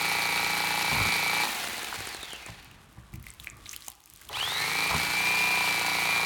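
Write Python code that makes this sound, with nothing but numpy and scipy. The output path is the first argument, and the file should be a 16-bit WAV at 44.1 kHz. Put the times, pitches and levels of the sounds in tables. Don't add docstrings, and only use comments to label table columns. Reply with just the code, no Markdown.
import sys
import numpy as np
from scipy import signal
from scipy.fft import rfft, irfft, next_fast_len
from scipy.io import wavfile
from scipy.ndimage import uniform_filter1d, map_coordinates

SR = 44100
rng = np.random.default_rng(int(sys.argv[2]) if len(sys.argv) > 2 else 0)


def file_out(sig):
    cols = np.atleast_2d(sig).T
    lim = np.clip(cols, -1, 1)
    pcm = np.round(lim * 32767).astype(np.int16)
    wavfile.write(sys.argv[1], SR, pcm)


def attenuation_scalar(level_db):
    decades = np.asarray(level_db, float) / 20
    return 10 ** decades


N = 275625
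T = np.arange(N) / SR

# time_s, turns_per_second_hz
SETTLED_SPEED = [(0, 287), (.4, 286.8), (.72, 290.3), (1.2, 285.9), (1.43, 291.9), (4.29, 325.1),
                 (5.1, 299), (5.3, 302.7), (5.52, 300.8), (5.72, 293.05), (6.25, 281.45)]
# time_s, level_db
FIELD_PULL = [(0, 1.5), (.3, 2.5), (.8, 0), (1, 5.5), (1.43, 2.5), (4.3, -9.5), (4.7, 1), (5.05, 1),
              (5.3, 1.5), (5.7, 1.5), (6, 3), (6.25, 1.5)]
# pitch_hz, level_db
CASING = [(1500, -79), (1850, -50), (2000, -51), (2150, -45.5), (2195, -42), (2270, -40), (2390, -29),
          (2437, -44.5), (2510, -37)]
# pitch_hz, level_db
START_TONES = [(2000, -80), (2300, -39), (3150, -33), (3700, -36.5), (4200, -40.5), (6000, -39),
               (6800, -75)]
# shaft_multiple, level_db (against the knock)
SHAFT_HUM = [(1, -12.5), (2, -30), (24, -22), (32, -24), (40, -20), (48, -20), (4, -26.5), (5, -14.5),
             (6, -18.5), (7, -9), (9, -6), (12, -24), (13, -17.5), (14, -13.5), (15, -14.5)]
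# stroke_multiple, level_db
BOARD_SHAKE = [(2, -11), (3, -5), (4, -4), (5, 0), (6, 3), (7, -4), (8, -8), (9, -12)]
# stroke_angle_turns, level_db
CAM_BLOWS = [(0.329, 3.5), (0.391, -30), (0.55, -7), (0.829, -0.5), (0.151, -3.5), (0.675, -5)]
# stroke_angle_turns, level_db
HANDLE_THUMPS = [(.355, 0), (.872, -11), (.115, -14), (.565, -10)]
# time_s, thump_db, knock_db, grip_0_to_1
HAND = [(0, -0.5, -1.5, 0.1), (.3, -1.5, -1, 0.1), (.55, -0.5, -2, 0), (.85, 0, -2.5, 0.2),
        (1.15, -3, -2.5, 0.5), (1.35, -0.5, -0.5, 0.04), (1.5, 2, -4, 0), (4.3, -6.5, -5.5, 0.5),
        (4.7, -4, -1.5, 0.23), (5.2, -4, -5, .6), (5.5, -1, -3, 0.83), (5.85, -1, -3.5, .9),
        (6.25, -0.5, -1, 0.76)]
# time_s, lag_turns
TICK_LAG = [(0, .025), (1.1, .027), (1.43, .062), (1.52, .045), (1.62, 0), (4.2, 0), (4.3, .065),
            (4.75, .04), (6.25, .025)]
# pitch_hz, width_hz, level_db
HOUSING = [(447, 146, -6.5), (1220, 340, -2), (1915, 69, -2), (4054, 500, -5)]
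# pitch_hz, width_hz, level_db
LOOSE_SHELL = [(847, 70, 0.5), (936, 60, -2.5), (1025, 26, -6)]
# pitch_hz, width_hz, level_db
GRIPPED_SHELL = [(778, 70, 0), (908, 56, -8), (980, 67, 0.5)]
# pitch_hz, width_hz, level_db
BLADE = [(6260, 1400, -15), (9300, 490, 3.5), (11100, 350, -3.5), (13000, 380, -6), (15600, 430, -24)]
# time_s, pitch_hz
BLADE_BEND = [(0, 9200), (4.3, 9200), (4.5, 8600), (5.45, 8500), (5.8, 9300), (6.25, 10000)]
# pitch_hz, level_db (per Hz)
RATTLE_COLOUR = [(150, -68), (250, -20.5), (294, -2), (345, -2), (648, -10), (748, -4), (944, -8),
                 (1650, -5.5), (2360, -4.5), (2980, -9), (4420, -8), (5010, -13.5), (16400, -25),
                 (17200, -28), (18300, -40)]
# centre_s, half_width_s, level_db
BOARD_PRESSES = [
    (1.0, 0.12, 24),
    (4.93, 0.032, -17),
]
# pitch_hz, level_db (per Hz)
AIR_COLOUR = [(15, -29), (25, 29), (64, 10.5), (550, -9.5), (1100, -5.5), (3900, -18), (5000, -43.5),
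              (6580, -37), (14700, -45), (16800, -90), (18300, -51)]
# centre_s, half_width_s, level_db
AIR_SWELLS = [
    (4.07, 0.18, -8),
    (2.74, 0.17, 5),
    (3.6, 0.067, 4),
]
# pitch_hz, time_to_fall_60_db_s
ECHO = [(150, 0.52), (1000, 1), (4000, 0.065), (12000, 0.025)]
# start_s, peak_db, pitch_hz, knock_db
THUDS = [(0.918, -23.5, 151, 11.5), (0.959, -24.5, 99, 11), (0.999, -20, 102.8, 8), (1.052, -27, 145, 8),
         (1.973, -31.5, 99, -11), (2.167, -40, 78, 10), (2.483, -32, 109.5, 7), (2.97, -33.5, 119.5, -4.5),
         (3.129, -28, 124.3, -11), (3.165, -30, 91, -22), (3.2, -41, 84.4, -22), (4.12, -44.5, 69, -24),
         (5.07, -34, 79.6, -20), (1.701, -41, 80, -20), (3.265, -36, 56, -12), (3.399, -35, 62, -10),
         (3.518, -41, 120, -16), (3.877, -48, 80.5, 17.5), (4.907, -28, 141, 19.5), (4.939, -20.5, 154, 12)]
# start_s, peak_db, ring_hz, crack_db
SLAP = [
    (1.927, -19.5, 970, -21),
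    (1.926, -17.5, 1520, -21),
]
# start_s, peak_db, ring_hz, crack_db
SKIN_SNAPS = [(2.713, -33.5, 2750, -4), (3.9015, -39, 7050, -7), (2.9874, -41, 1820, -11),
              (3.035, -43, 1700, -21), (3.138, -31, 2300, 1), (3.157, -35.5, 2420, 7),
              (3.241, -35, 2150, -1), (3.2672, -22.5, 2030, -19), (3.304, -19, 8000, -19),
              (3.399, -22, 3340, -6), (3.4445, -28.5, 2500, 3), (3.4714, -14.5, 2290, -31),
              (3.6583, -23, 3900, -26), (3.6625, -27.5, 2280, -21), (3.693, -14, 6060, -32),
              (3.713, -20, 6490, -15), (3.7326, -27, 2050, 4), (3.763, -22, 3120, -18),
              (3.822, -29, 4030, -19), (3.847, -29, 5900, -4), (3.865, -25, 7060, -9),
              (3.883, -15.5, 7050, -3), (3.883, -28, 3040, -20), (3.881, -34.5, 820, -25),
              (3.918, -34, 3320, -9), (4.004, -38.5, 3840, 4), (4.039, -35, 6490, -5),
              (4.1, -26.5, 7900, -3), (4.215, -38.5, 1600, 10), (4.291, -22.5, 3370, -2)]
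# start_s, peak_db, ring_hz, crack_db
SMALL_SNAPS = [(3.1208, -47, 12000, -10), (3.141, -38, 2400, -4), (3.198, -40, 9100, 3),
               (3.2953, -33, 2050, -15), (3.283, -38, 4000, -5), (3.288, -36, 10500, -5),
               (3.347, -41, 9000, 2), (3.3817, -44, 2680, -5.5), (3.402, -32, 12100, 4),
               (3.407, -36, 13500, -4), (3.42, -39, 8000, -5), (3.426, -40, 3100, -15),
               (3.456, -40, 13000, -5), (3.463, -35, 11500, -5), (3.467, -32, 8200, -3),
               (3.48, -30, 2300, -15), (3.491, -38, 2300, -15), (3.51, -43, 12000, -3),
               (3.517, -45, 12000, -3), (3.667, -25, 3950, -16), (3.678, -47, 7000, -3),
               (3.716, -24, 6300, -3), (3.719, -26, 9000, -7), (3.7304, -19, 6800, -10),
               (3.735, -28, 2600, -10), (3.7383, -26, 2700, -12), (3.742, -26, 2820, -13),
               (3.777, -39, 9500, -5), (3.952, -38, 6000, 3), (4.021, -46, 11000, -9),
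               (4.0747, -42, 2420, 6), (4.084, -46, 9000, 0), (4.155, -40, 4000, -10),
               (4.174, -34, 8200, -6), (4.219, -36, 2110, 4), (4.2722, -39, 4070, 2),
               (4.281, -43, 8000, -3), (4.296, -27, 1060, -20)]
# start_s, peak_db
DRY_TICKS = [(2.6283, -45.5), (2.6462, -41), (2.9275, -46), (3.155, -42), (3.227, -36), (3.2662, -32.5),
             (3.286, -42), (3.338, -37), (3.396, -55), (3.4383, -36), (3.4614, -46), (3.5693, -40),
             (3.6769, -53), (3.735, -36), (3.7635, -21.5), (3.8066, -36), (3.8235, -40), (3.8475, -44),
             (3.8699, -35), (3.882, -21), (3.9014, -28), (3.9178, -31), (4.0586, -34), (4.1184, -56),
             (4.137, -34), (4.161, -36), (4.213, -36), (4.2351, -41), (4.2523, -38), (4.2887, -34)]
# centre_s, half_width_s, level_db
GRIPS = [
    (3.29, 0.04, 10),
    (3.44, 0.057, 8),
    (3.72, 0.081, 15.5),
    (3.86, 0.063, 9.5),
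    (4.22, 0.097, 5.5),
    (2.83, 0.025, 6.5),
    (3.15, 0.02, 5),
]
# pitch_hz, width_hz, level_db
COUNTER = [(317, 81, -6), (1183, 120, -5)]
# centre_s, half_width_s, level_db
SLIDES = [
    (3.45, 0.067, 3.7),
    (3.65, 0.21, 11.6),
]

OFF_S, ON_S, FADE_S, FULL_HZ = 1.43, 4.29, .04, 290
BRAKE_HZ, SAG_HZ_PER_S, CREEP_HZ_PER_S, REST_S = 18.75, 204.6, 150.7, 2.9
SLOW_SHARE, SLOW_S, QUICK_S = .635, .266, .042
UPPER_DB, LOWER_DB, OCTAVE_DB, OCTAVE_GROWS = -2.5, -2.5, -52, 1.1
KNOCK_DB, KNOCK_GROWS, FREE_DB, FREE_GROWS = -38.5, .43, -20, 5.2
RATTLE_DB, RATTLE_GROWS, IDLE_DB = -33.5, 1.09, -.77
BOARD_DB, BOARD_GROWS = -51, 2
TICK_DB, TICK_GROWS, RESEATED_DB = -28.5, 1, -4
SLACK_DB, STALL_HZ = -33, 58
DULL_HZ, DULL_SHARE = 9000, .45
HUM, FREE_HUM = .25, .8
AIR_DB, DAMP_DB, SCRAPE_DB = -50, -64, -72
INRUSH_DB, INRUSH_S = 2, .07


def unit(x):
    return x / np.sqrt(np.mean(x ** 2) + 1e-20)


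def along(points, hz):
    f, v = np.transpose(points)
    return np.interp(np.log(hz + 1), np.log(f + 1), v)


def curves(rows, outside=-120):
    s, *cols = np.transpose(rows)
    return np.array([np.interp(T, s, c, outside, outside) for c in cols])


def swells(rows):
    return sum(db * np.exp(-((T - s) / width) ** 2) for s, width, db in rows)


def wobble(rate):
    coarse = np.arange(0, N + 8, 8)
    knots = rng.standard_normal(int(N * rate / SR) + 4)
    return np.interp(np.arange(N), coarse, map_coordinates(knots, [coarse * rate / SR]))


def filtered(x, response):
    m = next_fast_len(N + SR // 2)
    return irfft(rfft(x, m) * response(np.fft.rfftfreq(m, 1 / SR)), m)[:N]


def body(modes):
    def response(f):
        return sum((-1) ** k * attenuation_scalar(db) * 1j * f * w / (c * c - f * f + 1j * f * w)
                   for k, (c, w, db) in enumerate(modes))
    return response


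def steep(modes):
    return lambda f: sum(attenuation_scalar(db) * body([(c, w, 0)])(f) ** 2 for c, w, db in modes)


def thin_bass(corner_hz):
    return lambda hz: 1 - .7 / (1 + (hz / corner_hz) ** 4)


def hiss(spectrum):
    return unit(filtered(rng.standard_normal(N), lambda hz: attenuation_scalar(along(spectrum, hz))))


def turns():
    settle = curves(SETTLED_SPEED, None)[0]
    off, on = T - OFF_S, np.maximum(T - ON_S, 0)
    released_hz = np.interp(OFF_S, *np.transpose(SETTLED_SPEED))
    sag = released_hz - BRAKE_HZ * np.clip(off / FADE_S, 0, 1) - SAG_HZ_PER_S * off
    coast = np.maximum(np.maximum(sag, CREEP_HZ_PER_S * (REST_S - T)), 0)
    missing = SLOW_SHARE * np.exp(-on / SLOW_S) + (1 - SLOW_SHARE) * np.exp(-on / QUICK_S)
    start = settle * (1 - missing)
    shaft = np.cumsum(np.where(off < 0, settle, coast + start)) / SR
    return shaft, shaft / 10 + .62 * (T > 3.5)


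def switch():
    return np.clip(1 - (T - OFF_S) / FADE_S, 0, 1) + np.clip(100 * (T - ON_S), 0, 1)


def singing(speed, power):
    pull_db = curves(FIELD_PULL, None)[0]
    off_db = 60 * (power - 1)
    slot, upper, lower = (along(CASING, np.abs(8 * speed + side)) + pull_db + off_db
                          for side in (0, 120, -120))
    return slot, upper + UPPER_DB, lower + LOWER_DB, OCTAVE_DB + OCTAVE_GROWS * pull_db + off_db


def brushes(spin, speed, stroke, power):
    def skip(k):
        return wobble(550) * attenuation_scalar(2 * wobble(60)) * np.sin(k * spin)

    drag = np.abs(np.sin(np.pi * (stroke - .97)))
    free = attenuation_scalar(np.clip(16 - speed / 12, 2, 10.5)) * (speed > STALL_HZ) * (1 - power)
    free = free * .8 * drag ** .9 * attenuation_scalar(1.6 * wobble(60)) * skip(34)
    return free + attenuation_scalar(-1) * power * skip(24)


def motor(shaft, stroke, knock_db, rattle_db, power):
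    speed = np.gradient(shaft) * SR
    slot_db, upper_db, lower_db, octave_db = singing(speed, power)
    surge = power * np.clip((282 - speed) / 25, 0, 1) * np.clip((speed - 70) / 30, 0, 1)
    surge_db = 30 * (surge - 1)
    octave_db = np.maximum(octave_db, surge_db + along(START_TONES, 16 * speed))
    octave_db = octave_db + 2 - 2 * surge + 3 * wobble(150) + 2 * surge * np.sin(4 * np.pi * stroke)
    third_db = surge_db + along(START_TONES, 24 * speed) - np.clip(speed / 5 - 25, 6, 16) + 3 * wobble(90)
    fourth_db = surge_db + along(START_TONES, 32 * speed) - 14
    seventh_db = 30 * surge * np.clip((speed - 235) / 20, 0, 1) - 69
    linger = np.roll(uniform_filter1d(power, size=5000), 4500)
    spin, mains = 2 * np.pi * shaft, 2 * np.pi * 120 * T

    def tone(phase, db):
        unsteady = 2 * np.pi * rng.random() + .12 * wobble(70)
        return np.sqrt(2) * attenuation_scalar(db + wobble(30)) * np.sin(phase + unsteady)

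    whine = tone(8 * spin, slot_db + 7 * surge)
    whine += tone(8 * spin + mains, upper_db + 9 * surge)
    whine += tone(8 * spin - mains, lower_db)
    whine += tone(8 * spin + 2 * mains, lower_db - 6)
    whine += tone(16 * spin + .85 * wobble(400), octave_db)
    whine += tone(24 * spin + .8 * wobble(250), third_db)
    whine += tone(32 * spin + wobble(250), fourth_db)
    whine += tone(7 * spin, seventh_db)
    whine += tone(mains, 30 * surge - 83)
    for k, db in SHAFT_HUM:
        loss_db = (14 + 12 / k * (1 - linger)) * (1 - power) + 10 * surge / k
        whine += tone(k * spin, knock_db + db - loss_db + .5 * wobble(3.1))

    def window(hz):
        return body([(3200, 3600, 0)])(hz) ** 2 / (1 + (hz / 4600) ** 12) / (1 + (2000 / (hz + 1)) ** 8)

    return whine + filtered(attenuation_scalar(rattle_db) * brushes(spin, speed, stroke, power), window)


def contacts(stroke, blows, scatter_db, slack):
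    angle, db = np.transpose(blows)
    whole = np.arange(int(stroke[-1]) + 1)[:, None]
    uneven = slack * rng.standard_normal((len(whole), len(angle)))
    at = np.interp(whole + angle + uneven, stroke, np.arange(N))
    size = attenuation_scalar(db + scatter_db * rng.standard_normal(at.shape)) * (at < N - 1)
    return np.bincount(at.astype(int).ravel(), size.ravel(), N)


def knocks(stroke, power, middle, knock_db, tick_db):
    teeth = [(k / 10 + .02, db) for k, db in enumerate(rng.normal(-27, 4, 10))]
    loaded = contacts(stroke, CAM_BLOWS + teeth, scatter_db=1, slack=.0008)
    thump_db, cam_db, grip = curves(HAND, None)
    thump = attenuation_scalar(KNOCK_DB + 54.5 + thump_db) * np.roll(power, 1500)
    thump = thump * contacts(stroke, HANDLE_THUMPS, scatter_db=1.1, slack=.0008)
    knock = filtered(attenuation_scalar(knock_db + 47 + cam_db) * power * loaded, steep(HOUSING))
    for share, shell in ((1 - grip, LOOSE_SHELL), (grip, GRIPPED_SHELL)):
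        knock += filtered(share * thump, lambda hz: sum(body([half])(hz) for half in shell)
                          * body([(880, 520, 0)])(hz))
    handle = body([(340, 240, 5), (820, 200, 2), (1250, 440, 0), (1900, 300, -1)])
    return knock + filtered(attenuation_scalar(tick_db + 29) * (1 - power) * np.roll(middle, 70), handle)


def ticks(stroke, power, middle, ends, rattle_db, tick_db):
    free = 1 - power
    tick = filtered(attenuation_scalar(tick_db + 30.5) * np.roll(power, 2500) * middle, body(BLADE[2:4]))
    tick += filtered(attenuation_scalar(tick_db + 26) * free * middle + attenuation_scalar(rattle_db + 21) * ends, body(BLADE))
    tick += filtered(attenuation_scalar(rattle_db + 19) * free * ends, steep([(10500, 9000, 0)]))
    tick += filtered(attenuation_scalar(rattle_db + 27) * power * ends, body([(4440, 650, 0)]))
    moving = np.gradient(stroke) * SR > STALL_HZ / 10
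    closing = attenuation_scalar(SLACK_DB + 23) * moving * free * (middle + .5 * ends)
    return tick + filtered(closing, steep([(7200, 1800, 0)]))


def blade_rattle(power, middle, ends, rattle_db):
    free = 1 - power
    burst = signal.lfilter([1], [1, -np.exp(-1 / (.0013 * SR))], ends + .4 * middle)
    level = attenuation_scalar(rattle_db + 1 + 1.2 * wobble(120) + free * wobble(70))
    rattle = level * (1 + 1.1 * burst) * hiss(RATTLE_COLOUR)
    steel = body(BLADE[:1] + BLADE[2:])
    loose = filtered(rattle, lambda hz: thin_bass(1500)(hz) * (1 + .5 * np.abs(steel(hz))))
    loose += filtered((HUM * power + FREE_HUM * free) * rattle, body([(820, 360, 0)]))
    bend_hz = curves(BLADE_BEND, None)[0]
    for ring_hz in (8600, 9250, 9900):
        near = np.clip(1 - np.abs(bend_hz - ring_hz) / 650, 0, 1)
        loose += filtered(near * rattle, lambda hz: .8 * np.abs(body([(ring_hz, 500, 0)])(hz)) ** 2)
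    treble = filtered(loose, lambda hz: 1 / (1 + (DULL_HZ / (hz + 1)) ** 4))
    return loose - DULL_SHARE * free * treble


def board(stroke, power, board_db):
    shake = sum(attenuation_scalar(db + wobble(17)) * np.sin(2 * np.pi * (k * stroke + rng.random()))
                for k, db in BOARD_SHAKE)
    rumble = (.9 + 3.3 * (1 - power)) * hiss([(40, -32), (70, -19), (200, -3), (400, -14)])
    return attenuation_scalar(board_db) * (power * shake + rumble)


def gears(stroke, power, knock_db, rattle_db, tick_db, board_db):
    lag = curves(TICK_LAG, None)[0]
    middle = contacts(stroke - lag, [(.535, 0)], scatter_db=1.5, slack=.002)
    ends = contacts(stroke - lag / 2, [(.29, -2), (.795, 1)], scatter_db=2, slack=.003)
    clatter = knocks(stroke, power, middle, knock_db, tick_db)
    clatter += ticks(stroke, power, middle, ends, rattle_db, tick_db)
    clatter += blade_rattle(power, middle, ends, rattle_db)
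    return clatter + board(stroke, power, board_db)


def knife():
    shaft, stroke = turns()
    power, speed = switch(), np.gradient(shaft) * SR
    free = 1 - power
    speed_db = 20 * np.log10(np.abs(speed) / FULL_HZ + 1e-3)
    press_db = swells(BOARD_PRESSES)
    knock_db = power * (KNOCK_DB + KNOCK_GROWS * speed_db + .08 * press_db)
    knock_db += free * (FREE_DB + FREE_GROWS * speed_db)
    rattle_db = RATTLE_DB + RATTLE_GROWS * speed_db
    rattle_db += free * (IDLE_DB - .033 * np.clip(75 - speed, 0, 40))
    slack_db = SLACK_DB - np.clip((85 - speed) / 4, 0, 5) - np.clip((speed - 120) / 20, 1, 3)
    slack_db -= 30 * (speed < STALL_HZ)
    tick_db = power * (TICK_DB + TICK_GROWS * speed_db + RESEATED_DB * (T > ON_S)) + free * slack_db
    board_db = BOARD_DB + BOARD_GROWS * speed_db + .23 * press_db
    whine = motor(shaft, stroke, knock_db, rattle_db, power)
    return whine, gears(stroke, power, knock_db, rattle_db, tick_db, board_db)


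def room_air():
    return attenuation_scalar(AIR_DB) * attenuation_scalar(1.5 * wobble(4) + swells(AIR_SWELLS)) * hiss(AIR_COLOUR)


def kitchen(x):
    hz, t, z = signal.stft(rng.standard_normal(SR // 2), SR, nperseg=256)
    fading = z * attenuation_scalar(-60 * t / along(ECHO, hz)[:, None])
    tail = signal.istft(fading, SR, nperseg=256)[1]
    return signal.fftconvolve(np.pad(x, (200, 0)), tail / np.linalg.norm(tail))[:N]


def thuds():
    out, t = np.zeros(N + SR), np.arange(SR // 3) / SR
    for s, db, hz, knock_db in THUDS:
        boom = sum(attenuation_scalar(g - 60 * t / .18) * np.sin(2 * np.pi * hz * r * t)
                   for r, g in [(.52, -4.5), (1, -3), (1.55, -8.5), (2.6, -17)])
        rough = 4 * rng.standard_normal(len(t)).cumsum() / 20
        knock = attenuation_scalar(knock_db - 60 * t / .04) * np.sin(2 * np.pi * 960 * t + rough)
        out[round(s * SR):][:len(t)] += attenuation_scalar(db) * (1 - np.exp(-t / .008)) * (boom + knock)
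    return out[:N]


def crackle():
    grains = (rng.random(N) < 4000 / SR) * rng.standard_normal(N)
    grains = grains * attenuation_scalar(3.5 * np.minimum(rng.exponential(size=N), 3))
    wet = unit(filtered(grains, body([(2900, 2600, 8.1), (9900, 6800, 4)])))
    wet += .24 * hiss([(250, -16), (500, -20), (1150, 13), (3000, 1), (6000, -6), (14000, -11)])
    present_db = curves([(2.5, -13), (2.9, -1), (4.4, 2)])[0]
    return attenuation_scalar(DAMP_DB + swells(GRIPS) + present_db) * wet


def skin():
    out, bright, t = np.zeros(N + SR), np.zeros(N + SR), np.arange(SR // 40) / SR
    for s, db, hz, crack_db in SKIN_SNAPS + SLAP + SMALL_SNAPS:
        here = slice(round(s * SR), round(s * SR) + len(t))
        drift = .09 * rng.standard_normal(len(t)).cumsum()
        ring = (1 - np.exp(-t * hz)) * np.sin(2 * np.pi * hz * t + drift)
        out[here] += attenuation_scalar(db - 60 * t * hz / 16) * ring
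        bright[here] += attenuation_scalar(db + crack_db - 10 - 60 * t / .011) * rng.standard_normal(len(t))
    for s, db in DRY_TICKS:
        bright[round(s * SR):][:len(t)] += attenuation_scalar(db - 1 - 60 * t / .0055) * rng.standard_normal(len(t))
    return out[:N] + filtered(bright[:N], body([(10500, 15000, 0)])) + crackle()


def scrape():
    rough = unit(filtered(rng.standard_normal(N), lambda hz: body(COUNTER)(hz) ** 2))
    return attenuation_scalar(SCRAPE_DB + swells(SLIDES) + .71 * wobble(40)) * rough


def inrush():
    on = T - ON_S
    pulses = np.diff(np.floor(120 * on), prepend=0) * (on > 0) * attenuation_scalar(2 * wobble(100))
    fade = np.exp(-np.abs(on - .04) / INRUSH_S)
    return filtered(attenuation_scalar(INRUSH_DB) * fade * pulses, body(LOOSE_SHELL[:2]))


def scene():
    whine, clatter = knife()
    near = thuds() + skin() + scrape() + inrush()
    to_room = attenuation_scalar(-16) * near + attenuation_scalar(-10) * filtered(clatter, thin_bass(1600)) + whine / 10
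    return (near + whine + clatter + kitchen(to_room) + room_air())[None]


def top_cut(x):
    return signal.sosfilt(signal.butter(12, 17500, fs=SR, output="sos"), x)


def record(dry):
    def microphone(hz):
        return (hz < 17700) * hz ** 6 / (hz ** 6 + 48. ** 6)

    mix = filtered(dry[0], microphone)[None]
    return top_cut(mix)


dry = scene()
out = record(dry)
file_out(out)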